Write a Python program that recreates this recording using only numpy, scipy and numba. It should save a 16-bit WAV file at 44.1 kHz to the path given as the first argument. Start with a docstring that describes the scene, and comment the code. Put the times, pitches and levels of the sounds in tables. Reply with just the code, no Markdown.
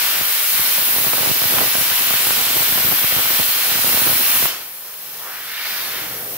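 """A plasma torch cuts thin steel sheet a metre from a two-port microphone in a workshop: the arc jet roars and hisses,
and its spent air buffets each port on its own. The arc breaks off, cooling air flows on and
swells into a hollow rush as the nozzle is lowered over the sheet and tray."""
import sys
import numpy as np
from scipy import signal
from scipy.fft import rfft, irfft, next_fast_len
from scipy.io import wavfile
from scipy.ndimage import uniform_filter1d, map_coordinates
from numba import njit

SR = 44100
rng = np.random.default_rng(int(sys.argv[2]) if len(sys.argv) > 2 else 0)


def unload_audio(sound):
    """Save the sound as a 16-bit wav file, at the path given as the first command line argument."""
    columns = np.transpose(np.atleast_2d(sound))
    # keep every value between -1 and 1, then stretch to whole-number steps
    steps = np.round(np.clip(columns, -1, 1) * 32767)
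    wavfile.write(sys.argv[1], SR, steps.astype(np.int16))


N = 280900

# arc jet while it cuts: (s, roar dB, hiss dB, level of the dip near 8 kHz dB, hiss left minus right dB as the torch turns)
ARC = [(0.0, -19.5, -16.5, -1.5, 1), (0.29, -22.5, -16, -3, 1.5), (0.5, -24.5, -15.5, 0, 0.5), (0.65, -21.5, -16.5, 0, 0), (0.95, -23, -14.5, -3, -0.5),
       (1.24, -23, -16, -1, 0.5), (1.5, -21.5, -15.5, -2, 0), (1.75, -21, -14, -2.5, 1), (2.1, -21.5, -14.5, -1.5, 1), (2.45, -22, -16, 1, -1),
       (2.85, -21.5, -14, -3.5, 1), (3.1, -21.5, -15.5, -3, 1.5), (3.45, -22, -16.5, -0.5, 0.5), (3.78, -21.5, -15, 0, -1), (3.99, -21, -13, -3, -1),
       (4.25, -20, -13, -4, -0.5), (4.45, -22, -13.5, -1.5, 0.5)]
ROAR = [(35, -48), (60, -19), (102, -25), (342, -17.5), (760, -9), (859, -8.5), (2390, -3.5), (4240, -4), (6790, -12.5),
        (8000, -15), (10400, -37), (17600, -120)]  # (Hz, dB per Hz)
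HISS = [(3500, -26), (6000, -10), (7700, -11), (10000, -4), (12000, -0.5), (14000, 0), (15600, 1)]  # (Hz, dB per Hz)
# cooling air from the nozzle: (s, hiss dB, body of the flow dB)
AIR = [(4.5, -29, -29), (4.7, -28.5, -39), (4.9, -29, -38), (5.2, -28, -36), (5.5, -27.5, -36.5), (5.6, -26, -38), (5.7, -22.5, -32),
       (5.85, -22.5, -33), (6.05, -25, -32), (6.2, -24, -35.5), (6.37, -24.5, -33.5)]
AIR_BODY = [(40, -10), (100, -13), (170, -7), (250, -11), (500, -3), (1500, -4), (3200, -3.5), (5500, -5), (7500, -8), (10000, -13)]  # (Hz, dB per Hz)
# air striking the sheet: (s, centre Hz, level dB, width octaves, hiss off the edges dB)
STRIKE = [(5.19, 960, -49, 1.5, -61), (5.215, 980, -42, 1.1, -52), (5.26, 990, -36, 2.1, -52), (5.35, 1570, -36, 1.7, -42), (5.41, 1700, -36, 2, -46),
          (5.466, 1790, -36, 2, -41), (5.52, 1900, -32, 1.5, -36), (5.575, 2010, -28.5, 1.3, -38), (5.63, 1980, -29, 1.7, -32), (5.7, 1990, -29.5, 1.8, -29.5), (5.77, 1890, -30.5, 1.9, -31.5),
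          (5.85, 1760, -31, 2.2, -32), (5.974, 2080, -30, 2, -39), (6.07, 1800, -32.5, 2.4, -49), (6.158, 1690, -40.5, 1.9, -42), (6.25, 1360, -45, 1.4, -53)]
TRAY = [(117, 18, -1), (181, 32, -7), (453, 260, -8), (570, 550, -5)]  # (Hz, width Hz, dB)
# strongest puffs: (s, snap dB, port 0 left 1 right, pitch Hz, thump dB)
PUFFS = [(0.012, -23, 0, 1240, -50), (0.194, -20, 0, 750, -34), (0.212, -11.5, 0, 800, -26),
         (0.595, -15, 0, 680, -25), (0.626, -24, 0, 1150, -55), (0.783, -14, 1, 700, -31), (0.963, -14, 1, 510, -32),
         (0.985, -11, 1, 676, -26), (1.049, -13.5, 1, 730, -27), (1.069, -10.5, 1, 720, -22),
         (1.133, -10, 1, 900, -35), (1.136, -6, 1, 990, -31), (1.142, -13, 1, 470, -39), (1.171, -21, 1, 815, -37),
         (1.183, -8.5, 1, 690, -32), (1.193, -11, 1, 640, -39), (1.209, -15, 1, 810, -32),
         (1.233, -10.0, 1, 597, -37), (1.261, -7.5, 1, 696, -34), (1.274, -9.5, 1, 700, -25),
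         (1.279, -16, 1, 920, -35), (1.301, -25, 0, 830, -36), (1.314, -14.5, 1, 516, -26),
         (1.42, -11, 1, 680, -26), (1.441, -7.5, 1, 760, -33), (1.455, -13, 1, 780, -20),
         (1.534, -14, 1, 750, -31), (1.54, -11, 1, 510, -31), (1.548, -18, 1, 690, -33),
         (1.561, -18, 1, 600, -35), (1.568, -18, 1, 810, -41), (1.579, -17, 1, 670, -40),
         (1.581, -11, 1, 1700, -42), (1.585, -2.5, 1, 1190, -40), (1.591, -15.5, 1, 690, -36), (1.608, -8, 1, 543, -37),
         (1.616, -11, 1, 760, -34), (1.6205, -12, 1, 590, -33), (1.634, -11, 1, 780, -31),
         (1.642, -11, 1, 590, -31), (1.664, -20, 1, 690, -27), (1.677, -9, 1, 940, -39),
         (1.754, -10, 1, 670, -26), (1.783, -14.5, 1, 670, -24), (1.811, -12, 1, 710, -24),
         (1.914, -14, 1, 810, -37), (1.92, -13, 1, 734, -33), (2.108, -14, 1, 640, -30),
         (2.139, -11.5, 1, 675, -23), (2.27, -8.5, 1, 860, -25), (2.308, -8.5, 0, 640, -33),
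         (2.414, -13, 1, 920, -35), (2.468, -17, 1, 730, -28), (2.559, -17, 1, 680, -26),
         (2.568, -12, 1, 690, -23), (2.578, -11, 1, 940, -37), (2.596, -22, 0, 990, -47),
         (2.595, -16, 1, 670, -30), (2.607, -14, 1, 740, -23), (2.62, -14, 1, 680, -41),
         (2.626, -13, 1, 670, -33), (2.724, -12, 1, 690, -24), (2.758, -20, 1, 590, -28),
         (2.777, -16, 0, 590, -28), (2.78, -14, 1, 674, -31), (2.784, -11, 1, 620, -30),
         (2.789, -17, 0, 690, -29), (2.806, -15, 0, 620, -31), (2.826, -18, 0, 730, -39),
         (2.836, -14.0, 0, 790, -33), (2.846, -19, 0, 760, -27), (2.848, -13.5, 1, 720, -24),
         (2.886, -10, 0, 830, -27), (2.893, -22, 0, 810, -32), (2.914, -12, 1, 790, -25),
         (2.922, -8, 1, 725, -27), (2.926, -23, 0, 830, -33), (2.93, -13, 0, 600, -24),
         (3.043, -11, 1, 740, -22), (3.125, -12, 1, 730, -25), (3.165, -10, 1, 710, -20),
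         (3.176, -12, 1, 760, -25), (3.187, -16, 1, 590, -26), (3.195, -13, 1, 610, -31),
         (3.258, -10, 1, 860, -32), (3.306, -11, 1, 660, -34), (3.332, -14, 1, 830, -28),
         (3.399, -8.5, 1, 630, -18.5), (3.719, -11.5, 1, 690, -26), (3.755, -17, 1, 670, -27),
         (3.762, -14, 1, 770, -34), (3.792, -11.5, 1, 630, -27), (3.845, -9.5, 1, 695, -25),
         (3.869, -13, 0, 700, -36), (3.892, -12, 1, 740, -30), (3.928, -11, 1, 730, -33),
         (3.947, -14, 1, 643, -21), (3.976, -10, 1, 770, -38), (4.001, -21, 1, 840, -37),
         (4.02, -12, 1, 620, -22), (4.069, -22, 0, 1060, -50), (4.072, -8, 1, 606, -26),
         (4.077, -10, 1, 690, -27), (4.1, -13, 1, 730, -20), (4.113, -13, 1, 540, -38),
         (4.117, -19, 1, 600, -38), (4.129, -14, 1, 640, -24), (4.14, -18, 0, 830, -47),
         (4.21, -12, 1, 875, -32), (4.359, -13, 1, 745, -29), (4.399, -17, 1, 800, -36), (4.428, -18, 1, 610, -29),
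         (4.457, -5, 1, 900, -28), (4.46, -17, 0, 860, -34)]
PORTS = [(60, -9), (110, 1), (200, -1), (380, -2.5), (700, -2), (1290, -1.5), (2380, 2), (3300, -0.5), (4400, -4.5), (5500, -7.5),
         (6500, -1), (7800, 6), (9000, 4), (11000, 2), (15000, 1.5)]  # (Hz, left minus right dB)
TOP_HZ = 15735  # fixed
AIR_HISS = [(5000, -37), (7500, -16), (8500, -11), (10000, -4.5), (11000, -2.5), (12500, 0.5), (14000, 0.5), (15800, 2)]  # (Hz, dB per Hz)
EDGE_HZ, EDGE_WIDTH_HZ = 4250, 4900
ARC_ALIKE = [(100, 0.94), (1000, 0.44), (2500, 0.57), (5000, 0.27), (7000, 0.1), (10000, 0.11), (16000, 0.11)]  # (Hz, share common to the ports)
AIR_ALIKE = [(100, 1), (400, 0.89), (2000, 0.82), (4500, 0.4), (6800, 0.088), (9000, 0.43), (16000, 0.14)]  # (Hz, share common to the ports)
LAG_S = 7e-5  # the left port hears the torch later
# the arc breaks: the workshop rings out, the roar in the kerf lingers a moment
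ARC_OFF_S, ROAR_LINGERS_S = 4.455, 0.015
ROAR_T60_S = 0.5
HISS_T60_S = 0.29

# the tray drones more and more as the nozzle settles over it
DRONE_FROM_S, DRONE_RISE_S, DRONE_DB = 5.73, 0.16, -39
# each puff ends a gust of smaller eddies on its port, and a lull follows; (left, right), the right port lies in the stream
GUST_DB, GUST_S, CALM_DB = (-23, -21.5), (0.054, 0.063), (-55, -37)
STREAM_FROM_S, STREAM_RISE_S = 0.43, 0.39  # the stream settles on the ports once the cut is under way
# bench, tray and hand mirror the torch; the paths change as it moves
ECHO_DB, ECHO_FIRST_S, ECHO_LAST_S, ECHO_DRIFT_S, ECHO_DRIFT_RATE = -20, 0.0007, 0.006, 9e-5, 2.2  # fixed
ECHO_ABOVE_HZ = 2500  # small surfaces mirror only short waves  # fixed
DIP_HZ, DIP_WIDTH_HZ = 7940, 8000
LULL_S, THUMP_HZ = 0.029, 225
SHEET = [(872, 26, -1), (1520, 110, 1.5), (1863, 44, 0.5), (2110, 230, -0.5), (2260, 110, 0.5), (2760, 140, 1), (3100, 79, 2),
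         (3420, 51, 1), (4180, 63, 1.5), (4660, 120, -1)]  # the sheet rings with the jet: (Hz, width Hz, lift dB)
OVERTONE, OVERTONE_DB, OVERTONE_OCTAVES = 1.86, -12, 0.14  # second resonance of the gap, as a multiple of the first
WALLS_DB, WALLS_T60_S, WALLS_FROM_S, WALLS_BELOW_HZ = -7, 0.25, 0.008, 4000  # sound returned by the workshop, dull  # fixed
# the jet's colour wanders as the torch travels: (s, then level dB near each of the four centres below)
WANDER = [(0, 0.4, 0.23, 0.078, 0), (0.3, 1, 0, 0, 0), (0.6, 1, 0.32, 0.095, 0.08), (0.9, 0.24, 0.25, 0, 1), (1.2, 0, 0.17, 1, 0), (1.5, 0, 0, 1, 0), (1.8, 0, 0.19, 1, 0),
          (2.1, 0, 1, 0, 0), (2.4, 0.12, 0.74, 0, 0), (2.7, 0, 0.91, 0.45, 0), (3.0, 0, 0.89, 0, 0), (3.3, 0, 1, 0.089, 0), (3.6, 0, 0, 0, 0), (3.9, 0, 0, 0.23, 0), (4.2, 0, 0, 0.093, 0), (4.45, 0, 0, 0, 0)]
WANDER_HZ = [(2000, 770), (3100, 570), (5500, 1400), (15000, 2200)]  # (centre Hz, width Hz)
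CORE_DB, CORE_OCTAVES = -7, 0.55  # a narrower core at the centre of the gap's peak, sharpening it



def undb(db):
    return 10 ** (np.asarray(db) / 20)


def unit(x):
    return x / np.sqrt(np.mean(x ** 2))


def along(table):
    """Columns of a time table at every sample; outside it the end values hold."""
    s, *columns = np.transpose(table)
    return [np.interp(np.arange(N) / SR, s, c) for c in columns]


def within(table, fade_s=0.14):
    """1 while a table runs, fading to 0 outside it."""
    t0, t1 = table[0][0], table[-1][0]
    return np.interp(np.arange(N) / SR, [t0 - fade_s, t0, t1, t1 + fade_s], [0, 1, 1, 0])


def across(table, hz):
    """A frequency table read on a log axis."""
    f, v = np.transpose(table)
    return np.interp(np.log(hz + 1), np.log(f), v)


def walk(rate):
    """Random levels held 1 / rate s and slewed twice; spread near 1."""
    k = int(SR / rate)
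    return unit(uniform_filter1d(uniform_filter1d(np.repeat(rng.standard_normal(N // k + 1), k), k), k)[:N])


M = next_fast_len(N)
HZ = np.arange(M // 2 + 1) * SR / M


def colour(x, gain):
    return irfft(rfft(x, M) * gain, M)[..., :N]


def field(alike):
    """Spectra of white noise at the two ports: a common part that arrives with a lag, the rest diffuse."""
    c = np.clip(across(alike, HZ), 0, 1)
    right, own = rfft(rng.standard_normal((2, M)))
    return np.array([c * right * np.exp(-2j * np.pi * HZ * LAG_S) + np.sqrt(1 - c ** 2) * own, right])


def rush(spectrum, alike, shared_db, own_db, rate, drift_db=0., count=1):
    """Turbulent noise in count bands an octave: they surge together, flicker alone and drift slowly apart."""
    gain, surge, out = undb(across(spectrum, HZ)), walk(rate), 0
    bins, low = field(alike) * gain, np.log2(spectrum[0][0] / 62.5)  # fixed
    for hz in 62.5 * 2. 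** (np.arange(max(int(low * count), 0), 8 * count + 1) / count):  # fixed
        share = np.cos(np.pi / 2 * np.clip(count * np.log2((HZ + 1) / hz), -1, 1)) ** 2
        out = out + irfft(bins * share, M)[:, :N] * undb(shared_db * surge + own_db * walk(rate) + drift_db * walk(4))  # fixed
    return unit(out)


@njit
def sweep(x, hz, damping):
    """State-variable band-pass with a moving centre."""
    y, b, l = np.empty(len(x)), 0., 0.
    for i in range(len(x)):
        g, k = np.tan(np.pi * hz[i] / SR), damping[i]
        v = (b + g * (x[i] - l)) / (1 + g * (g + k))
        b, l, y[i] = 2 * v - b, l + 2 * g * v, np.sqrt(k) * v
    return y


def arc():
    """The constricted jet roars in the kerf and hisses at the nozzle."""
    roar_db, hiss_db, dip_db, turn_db = along(ARC)
    after = np.arange(N) / SR - ARC_OFF_S
    roar_db = roar_db - 60 * np.maximum(after - ROAR_LINGERS_S, 0) / ROAR_T60_S  # fixed
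    hiss_db = hiss_db - 60 * np.maximum(after, 0) / HISS_T60_S  # fixed
    roar = rush(ROAR, ARC_ALIKE, shared_db=.45, own_db=.35, rate=20, drift_db=.4, count=2)  # fixed
    hiss = rush(HISS, ARC_ALIKE, shared_db=.5, own_db=.8, rate=13, drift_db=.9, count=6)  # fixed
    jet = undb(roar_db) * roar + undb(hiss_db + np.array([turn_db, -turn_db]) / 2) * hiss
    for (hz, width), db in zip(WANDER_HZ, along(WANDER)):
        jet = jet + (undb(db) - 1) * colour(jet, resonance(hz, width))
    return jet + (undb(dip_db) - 1) * colour(jet, resonance(DIP_HZ, DIP_WIDTH_HZ))


def air():
    """Cooling air flowing free of the nozzle."""
    hiss_db, body_db = along(AIR)
    hiss = rush(AIR_HISS, AIR_ALIKE, shared_db=.3, own_db=.3, rate=20)  # fixed
    body = rush(AIR_BODY, AIR_ALIKE, shared_db=.3, own_db=.5, rate=18)  # fixed
    return within(AIR) * (undb(hiss_db) * hiss + undb(body_db) * body)


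def buffeting(count=3000, spread_db=3.5, eddy_hz=800.0, octaves=1.0, slope_db=1.5):
    """Eddies burst on each port alone: many at random, as strong as the gust there, and the listed puffs."""
    out = np.zeros((2, N))
    for port in range(2):
        chance = np.c_[rng.random((count, 2)), rng.exponential(size=count), rng.standard_normal(count)]
        clump_db = 3.16 * walk(40)  # eddies come in packets
        times = chance[:, 0] * ARC_OFF_S  # faster gusts shed higher eddies; slow ones push more gently
        for s, strength, (_, phase, size, pitch) in zip(times, gust(times, port) + 1e-4, chance):
            db = spread_db * min(size, 3.0) + slope_db * pitch + clump_db[int(s * SR)] - 7.0
            add(out, port, s, strength * undb(db) * puff(eddy_hz * (max(strength, 0.012) / 0.032) ** 0.26 * 2 ** (octaves * pitch), turns=1.18, phase=phase))
    shreds = rng.standard_normal((len(PUFFS), 3, 3))
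    for (s, db, port, hz, thump_db), phase, shred in zip(PUFFS, rng.random(len(PUFFS)), shreds):
        # a puff tears into smaller, sharper eddies just before it
        for late, pitch, turn in shred:
            add(out, round(port), s - .002 + 0.0044 * late, undb(db - 10.0) * puff(2.32 * hz * 2 ** (.5 * pitch), turns=1.56, phase=turn))
        add(out, round(port), s - 3 / hz, undb(db) * snap(hz, cycles=0.46, phase=phase, edge=0.68))
        # the bulk of the puff pushes the diaphragm: a duller thump behind the snap
        add(out, round(port), s, undb(thump_db) * puff(THUMP_HZ, turns=1.03, phase=phase))
    return out


def resonance(hz, width):
    return 1 / (1 + (2 * (HZ - hz) / width) ** 2)


def strike():
    """Air hitting the sheet: peaks that climb as the gap closes, hiss off the edges, and the tray's drone."""
    hz, level_db, octaves, edge_db = along(STRIKE)
    t = np.arange(N) / SR
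    gap = hollow(hz, octaves) + undb(CORE_DB) * hollow(hz, CORE_OCTAVES) + undb(OVERTONE_DB) * hollow(OVERTONE * hz, OVERTONE_OCTAVES)
    edge = unit(irfft(field(AIR_ALIKE) * resonance(EDGE_HZ, EDGE_WIDTH_HZ) ** 2, M)[:, :N])
    drone = unit(irfft(field(AIR_ALIKE) * sum(undb(db) * resonance(f, w) for f, w, db in TRAY), M)[:, :N])
    sheet = undb(0.5 * walk(30)) * (undb(level_db) * gap + undb(edge_db) * edge)
    return within(STRIKE, fade_s=0.073) * sheet + undb(DRONE_DB) * (1 - np.exp(-np.maximum(t - DRONE_FROM_S, 0) / DRONE_RISE_S)) * drone


def puff(hz, turns, phase, rise=0.077, fall=1.47):
    """An eddy sweeping past a port: a short swing whose pitch falls as it slows; rms 1 near its top."""
    u = np.arange(SR // 30) / SR * hz  # time in periods
    shape = (1 - np.exp(-u / rise)) * (1 + u) ** -fall * np.cos(np.pi / 2 * u / u[-1])
    return 2.17 * shape * np.sin(2 * np.pi * (turns * np.log(1 + u) + phase))


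def add(out, port, s, grain):
    i = int(s * SR)
    out[port, i:i + len(grain)] += grain




def gust(s, port):
    """Strength of the spent air on a port: a steady stream that swells up to every puff there."""
    at, db, where = np.transpose(PUFFS)[:3]
    after = s[:, None] - at
    near = np.exp(-(after / np.where(after > 0, LULL_S, GUST_S[port])) ** 2) * (np.round(where) == port)
    stream = undb(CALM_DB[port]) * np.clip((s - STREAM_FROM_S) / STREAM_RISE_S, 0, 1)
    return np.sqrt(stream ** 2 + near @ undb(db + GUST_DB[port]) ** 2)


def mirrored(x, count=10):
    """Near reflections at each port, their delays drifting, comb the hiss with shifting peaks."""
    t, out = np.arange(N) / SR, x.copy()
    short = HZ ** 2 / (HZ ** 2 + ECHO_ABOVE_HZ ** 2)
    treble = colour(x, short)
    for port in range(2):
        for k, place in enumerate(rng.random(count)):
            late = ECHO_FIRST_S + (k + place) / count * (ECHO_LAST_S - ECHO_FIRST_S) + ECHO_DRIFT_S * walk(ECHO_DRIFT_RATE)
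            out[port] += undb(ECHO_DB) * map_coordinates(treble[port], [(t - late) * SR], order=3, mode="mirror")
    return colour(out, 1 / np.sqrt(1 + count * (short * undb(ECHO_DB)) ** 2))


def snap(hz, cycles, phase, edge=.45):
    """The crack at the front of a puff: about one swing with a sharp leading edge, centred 3 periods in."""
    u = np.arange(int(6 * SR / hz)) / SR * hz - 3  # fixed
    front = np.exp(-((u + .3) / .3) ** 2) * np.sin(2 * np.pi * (2.3 * u + phase))  # fixed
    return np.exp(-(u / cycles) ** 2) * np.sin(2 * np.pi * (u + phase)) + edge * front


def walls(x):
    """A decaying spray of wall reflections at each port, roughening the spectrum with fine peaks."""
    t = np.arange(SR // 4) / SR
    tail = rng.standard_normal((2, len(t))) * undb(-60 * t / WALLS_T60_S) * (t > WALLS_FROM_S)  # fixed
    tail = tail * undb(WALLS_DB) / np.sqrt(np.sum(tail ** 2, axis=1, keepdims=True))
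    dull = resonance(0, 2 * WALLS_BELOW_HZ)
    wet = x + signal.fftconvolve(colour(x, dull), tail, axes=1)[:, :N]
    return colour(wet, 1 / np.sqrt(1 + (dull * undb(WALLS_DB)) ** 2))


def hollow(hz, octaves):
    """Air through a moving resonance, held at rms 1."""
    damping = np.clip(2 ** (octaves / 2) - 2 ** (-octaves / 2), .1, 3) + 0 * hz  # fixed
    gap = np.array([sweep(sweep(port, hz, damping), hz, damping) for port in irfft(field(AIR_ALIKE), M)[:, :N]])
    return gap / np.sqrt(uniform_filter1d(np.mean(gap ** 2, axis=0), size=SR // 10))


def scene():
    pan_db = across(PORTS, HZ)
    ring_db = sum(db * resonance(hz, width) for hz, width, db in SHEET)
    return walls(mirrored(colour(arc() + air() + strike(), undb(ring_db + np.array([pan_db, -pan_db]) / 2)))) + buffeting()


def record(dry):
    """The microphone loses the deepest bass and the recorder cuts the top."""
    low = signal.butter(3, 55, "highpass", fs=SR, output="sos")
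    top = signal.ellip(16, .3, 70, TOP_HZ, fs=SR, output="sos")  # fixed
    return signal.sosfilt(top, signal.sosfilt(low, dry))


dry = scene()
out = record(dry)
unload_audio(out)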